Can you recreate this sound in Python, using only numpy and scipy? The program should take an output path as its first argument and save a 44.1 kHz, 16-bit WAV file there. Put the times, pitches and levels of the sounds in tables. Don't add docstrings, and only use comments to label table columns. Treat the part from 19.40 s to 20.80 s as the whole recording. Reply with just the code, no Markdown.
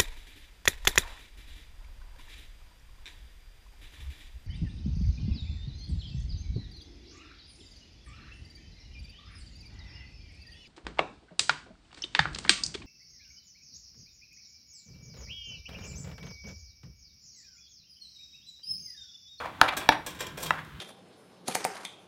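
import sys
import numpy as np
from scipy import signal
from scipy.fft import rfft, irfft
from scipy.io import wavfile

SR = 44100
rng = np.random.default_rng(int(sys.argv[2]) if len(sys.argv) > 2 else 0)


def store_wav(level_fs):
    pcm = np.round(np.clip(np.atleast_2d(level_fs), -1, 1) * 32767)
    wavfile.write(sys.argv[1], SR, pcm.T.astype(np.int16))


N = 61740

# frequency in Hz, gain in dB.
AIR_SPECTRUM = [(20, -27), (35, -26), (55, -1.5), (80, 0), (150, -3.5), (300, -6), (450, -15.5), (650, -23),
                (1000, -13.5), (1600, -12.5), (2500, -18.5), (3500, -18.5), (5000, -30.5), (8000, -35),
                (16000, -37.5)]
# time in seconds, level in dB.
HUM_LEVELS = [(0, -66), (.6, -54), (.7, -56), (.85, -59), (.98, -46.5), (1.13, -48), (1.25, -54),
              (1.4, -48.5)]
# start in seconds, level in dB, attack in seconds, decay in seconds,
# hollow resonance in Hz, its glide in Hz per second, rasp level in dB.
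RUB_STROKES = [(0, -34, 0.0033, 0.064, 1099, -2000, -46.5), (0.04, -34, 0.021, 0.0073, 914, 0, -50),
               (.175, -43.5, 0.036, 0.06, 993, 0, -61), (0.227, -25, 0.0041, 0.042, 1145, 2, -58),
               (.277, -26.5, 0.013, .004, 1183, 0, -23), (.321, -27.5, 0.0041, 0.0071, 1200, 0, -44),
               (0.33, -31, 0.0085, .005, 1490, 6000, -40), (.405, -39.5, 0.01, 0.059, 1083, 5, -44),
               (.519, -22.5, 0.0045, .012, 1483, -6000, -33), (1.119, -36.5, 0.022, 0.034, 1255, 2495, -52),
               (1.168, -35.5, .022, 0.015, 1558, 7000, -51)]
# frequency in Hz, gain in dB.
RUB_SPECTRUM = [(150, -11), (450, -3), (750, 1), (1800, -0.5), (2500, -7), (5000, -10.5), (16000, -14.5)]
# frequency in Hz, gain in dB.
RASP_SPECTRUM = [(900, -35), (1900, -3), (2500, 1), (3300, -8), (4400, -7.5), (5500, -23), (10000, -45),
                 (16000, -43)]
# frequency in Hz, width in Hz, gain in dB.
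RASP_PEAKS = [(2340, 140, 6.5), (2630, 99, 1), (3370, 90, 6), (3850, 120, -12), (9900, 140, -21)]
# start in seconds, level in dB.
BATTER_CLICKS = [(.059, -64), (.751, -50), (.868, -36.5), (1.249, -49.5)]
# frequency in Hz, gain in dB.
FIZZ_SPECTRUM = [(1500, -13), (4000, -1), (5000, -4), (5800, 4), (6600, -1), (8200, 2.5), (10200, -4.5),
                 (12500, -0.5), (16000, -5.5)]
# start in seconds, level in dB, contact tick in dB, room send in dB.
BOWL_KNOCKS = [(.2141, 1.5, -11.5, -5.5), (0.4899, 2.5, -12, -4), (1.1064, 2.5, -29.5, -5.5)]
# frequency in Hz, T60 in seconds,
# drive in dB at the first, second and third knock.
BOWL_MODES = [(142, 0.026, -25, -30, -36), (296.3, 0.063, -25.5, -23, -52), (450, 0.027, -31, -22, -45.5),
              (605, 0.034, -44, -24.5, -29), (749, 0.035, -14, -15, -32), (896, 0.035, -8.5, -7.5, -26.5),
              (1016, 0.032, -22, -33, -18.5), (1298, 0.024, -6.5, -26, -14.5),
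              (1465, 0.012, 1.5, -10.5, -21.5), (1733, 0.025, -9.5, -9, -19.5),
              (1964, 0.023, -23, -31, -18), (2301, 0.019, -17.5, -13.5, -35),
              (2710, 0.015, -19, -25, -19.5), (3264, 0.017, -30, -15, -27.5),
              (3815, 0.0089, -23, -15, -23.5), (4360, 0.0089, -14, -18, -45), (5690, 0.0091, -32, -15, -34),
              (6040, 0.0075, -22, -24, -46), (10140, 0.023, -31, -50, -58)]
# frequency in Hz, gain in dB.
TICK_SPECTRUM = [(300, 3), (1000, -14), (3000, 9), (6000, -10.5), (8500, -12), (12000, -8.5),
                 (16000, -14.5)]
# frequency in Hz, gain in dB.
KNOCK_RADIATION = [(200, 4.5), (800, 0.5), (1700, -2), (2800, 1), (4500, 3), (6500, 4), (10000, 9),
                   (16000, -6)]
# start in seconds, level in dB, attack in seconds, decay in seconds,
# low slop level in dB, fizz level in dB.
WET_SCRAPES = [(0.3666, -30, 0.0051, 0.012, -36, -31), (0.6622, -34.5, 0.0033, 0.014, -46, -35.5),
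               (.699, -46, 0.006, 0.011, -63, -54), (0.746, -49, 0.0045, 0.027, -57, -59),
               (0.788, -43.5, .008, 0.018, -63, -52), (0.8042, -31, 0.0037, 0.012, -36, -38),
               (0.861, -41.5, 0.0095, 0.013, -49, -62), (0.9725, -42, 0.0028, 0.02, -43, -44.5),
               (.995, -51.5, 0.015, 0.027, -47.5, -47.5), (1.023, -36.5, .011, 0.013, -43, -34),
               (1.059, -34, .005, 0.0087, -45.5, -40.5), (1.091, -45, 0.0037, 0.0052, -67, -74)]
# frequency in Hz, width in Hz, gain in dB.
SCRAPE_PEAKS = [(1026, 45, 3), (1295, 60, -7), (1605, 125, -1.5), (2406, 47, 1), (3260, 105, -1),
                (3770, 96, -5), (5430, 320, -11.5), (7400, 64, -5), (8060, 140, -25)]
# frequency in Hz, gain in dB.
SCRAPE_SPECTRUM = [(300, -36), (900, -27), (2000, -11), (3300, -11), (5000, -18), (8000, -22), (16000, -47)]
# frequency in Hz, gain in dB.
SLOP_SPECTRUM = [(80, -11.5), (200, -16), (350, -4.5), (620, -6.5), (1000, -11), (2500, -49)]
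# start in seconds, level in dB.
BOWL_BUMPS = [(.68, -54), (1.27, -46.5), (1.344, -45), (1.38, -38)]
# frequency in Hz, gain in dB.
BUMP_SPECTRUM = [(40, -22), (70, 0), (110, -4), (160, 3), (230, -21), (500, -33), (2000, -60)]
# centre in Hz, level in dB, T60 in seconds.
ROOM_BANDS = [(150, -7.5, 0.32), (395, -4, 0.34), (854, -6, 0.35), (1620, -7, 0.37), (3260, -8.5, 0.27),
              (6600, -13.5, 0.27), (15000, -17.5, 0.37)]

AIR_DB = -49.5
HUM_HZ, HUM_WIDTH_HZ, HUM_WAVER_DB = 157, 12, 1
RUB_WIDTH_HZ, RUB_GRAIN_DB = 820, 2
CLICK_DECAY_S = 0.0016
PUSH_S, WALL_LAG_S = 0.00048, 0.000397
TICK_DECAY_S, SNAP_WIDTH_S, SNAP_DB = 0.0013, 0.00006, 3.5
GRAIN_S, SCRAPE_GRAIN_DB = 0.0006, 4.5
CRACKLE_PER_S, CRACKLE_SPREAD_DB, CRACKLE_DB = 530, 5, -9.5
BUMP_RISE_S, BUMP_DECAY_S = 0.0046, 0.03
STIRRING_ROOM_DB = 7
ROOM_BUILD_S, WORKTOP_DB, WORKTOP_DECAY_S = 0.0035, -26.5, 0.0039
DRIVE, TOP_HZ = 1, 15900


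def undb(db):
    return 10 ** (np.asarray(db) / 20)


def unit(x):
    return x / np.sqrt(np.mean(x ** 2) + 1e-20)


def seconds():
    return np.arange(N) / SR


def bins_hz():
    return np.maximum(np.fft.rfftfreq(N, 1 / SR), 1)


def colour(points):
    hz, db = np.array(points).T
    return undb(np.interp(np.log(bins_hz()), np.log(hz), db))


def resonances(peaks):
    f = bins_hz()
    power = 0
    for hz, width_hz, db in peaks:
        power = power + undb(db) ** 2 / (1 + ((f * f - hz * hz) / (f * width_hz)) ** 2)
    return np.sqrt(power)


def filtered(x, gain):
    return irfft(rfft(x) * gain, N)


def noise(gain, grain_db=0):
    sizes = np.interp(seconds() / GRAIN_S, np.arange(N), rng.standard_normal(N))
    grains = rng.standard_normal(N) * undb(grain_db * sizes)
    return unit(filtered(grains, gain))


def swell(start_s, attack_s, decay_s):
    since = seconds() - start_s
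    rise = np.clip(since / max(attack_s, 1 / SR), 0, 1)
    return rise * np.exp(-np.maximum(since - attack_s, 0) / decay_s)


def background():
    t = seconds()
    waver = noise(1 / (1 + ((bins_hz() - HUM_HZ) / HUM_WIDTH_HZ) ** 2))
    hum = unit(np.sin(2 * np.pi * HUM_HZ * t) + undb(HUM_WAVER_DB) * waver)
    hum_level = undb(np.interp(t, *np.array(HUM_LEVELS).T))
    return undb(AIR_DB) * noise(colour(AIR_SPECTRUM)) + hum * hum_level


def rubs():
    t = seconds()
    lowpass = 1 / np.hypot(1, 2 * bins_hz() / RUB_WIDTH_HZ)
    in_phase = noise(lowpass, RUB_GRAIN_DB)
    quadrature = noise(lowpass, RUB_GRAIN_DB)
    hollow, pressure = 0, 0
    for start_s, db, attack_s, decay_s, hz, glide_hz_per_s, rasp_db in RUB_STROKES:
        stroke = swell(start_s, attack_s, decay_s)
        since = t - start_s
        phase = 2 * np.pi * (hz + glide_hz_per_s * since / 2) * since
        carried = in_phase * np.sin(phase) + quadrature * np.cos(phase)
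        hollow = hollow + undb(db) * stroke * carried
        pressure = pressure + undb(rasp_db) * stroke
    rasp = noise(np.hypot(colour(RASP_SPECTRUM), resonances(RASP_PEAKS)), RUB_GRAIN_DB)
    return filtered(hollow, colour(RUB_SPECTRUM)) + pressure * rasp


def clicks():
    level = sum(undb(db) * swell(start_s, 0, CLICK_DECAY_S) for start_s, db in BATTER_CLICKS)
    return noise(colour(FIZZ_SPECTRUM)) * level


def knock(place):
    start_s, db, tick_db, _ = BOWL_KNOCKS[place]
    since = seconds() - start_s
    t = np.maximum(since - WALL_LAG_S, 0)
    ring = 0
    for k, (hz, t60_s, *drive_db) in enumerate(BOWL_MODES):
        mode = np.sin(2 * np.pi * hz * t - k * np.pi / 2) * np.exp(-np.log(1000) * t / t60_s)
        ring = ring + undb(drive_db[place]) * mode
    give = 1 - np.exp(-t / PUSH_S)
    x = since / SNAP_WIDTH_S
    snap = 2 * undb(SNAP_DB) * x * np.exp(-x ** 2)
    hiss = noise(colour(TICK_SPECTRUM)) * swell(start_s, 0, TICK_DECAY_S)
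    return undb(db) * (ring * give + undb(tick_db) * (snap + hiss))


def crackle():
    bursts = rng.random(N) < CRACKLE_PER_S / SR
    sizes = undb(CRACKLE_SPREAD_DB * np.clip(rng.standard_normal(N), -2, 2))
    signs = np.sign(rng.standard_normal(N))
    return unit(filtered(bursts * sizes * signs, colour(FIZZ_SPECTRUM)))


def scrapes():
    ringing = np.hypot(resonances(SCRAPE_PEAKS), colour(SCRAPE_SPECTRUM))
    body = noise(ringing, SCRAPE_GRAIN_DB)
    slop = noise(colour(SLOP_SPECTRUM), SCRAPE_GRAIN_DB)
    fizz = noise(colour(FIZZ_SPECTRUM), SCRAPE_GRAIN_DB)
    fizz = unit(fizz + undb(CRACKLE_DB) * crackle())
    total = 0
    for start_s, db, attack_s, decay_s, slop_db, fizz_db in WET_SCRAPES:
        mix = undb(db) * body + undb(slop_db) * slop + undb(fizz_db) * fizz
        total = total + swell(start_s, attack_s, decay_s) * mix
    return total


def bumps():
    level = sum(undb(db) * swell(start_s, BUMP_RISE_S, BUMP_DECAY_S) for start_s, db in BOWL_BUMPS)
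    return noise(colour(BUMP_SPECTRUM)) * level


def kitchen():
    t = seconds()
    hz, db, t60_s = np.array(ROOM_BANDS).T
    white = rng.standard_normal(N)
    tail = 0
    for k, own in enumerate(np.eye(len(hz))):
        band = filtered(white, np.interp(np.log(bins_hz()), np.log(hz), own))
        fall = (1 - np.exp(-t / ROOM_BUILD_S)) * np.exp(-np.log(1000) * t / t60_s[k])
        tail = tail + undb(db[k]) * band * fall / np.linalg.norm(fall)
    early = rng.standard_normal(N) * swell(0.0016, 0.0011, WORKTOP_DECAY_S)
    return tail + undb(WORKTOP_DB) * early / np.linalg.norm(early)


def scene():
    rubbing = rubs()
    hits = [knock(k) for k in range(len(BOWL_KNOCKS))]
    stirring = scrapes() + clicks()
    sent = sum(hit * undb(row[3]) for hit, row in zip(hits, BOWL_KNOCKS))
    radiated = filtered(sent, colour(KNOCK_RADIATION))
    into_room = radiated + undb(STIRRING_ROOM_DB) * stirring + rubbing
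    room = signal.fftconvolve(into_room, kitchen())[:N]
    return (sum(hits) + stirring + rubbing + room + bumps() + background())[None]


def record(dry):
    rounded = dry / (1 + (dry / DRIVE) ** 4) ** (1 / 4)
    lowpass = signal.ellip(8, 0.2, 80, TOP_HZ, fs=SR, output="sos")
    return signal.sosfilt(lowpass, rounded)


dry = scene()
out = record(dry)
store_wav(out)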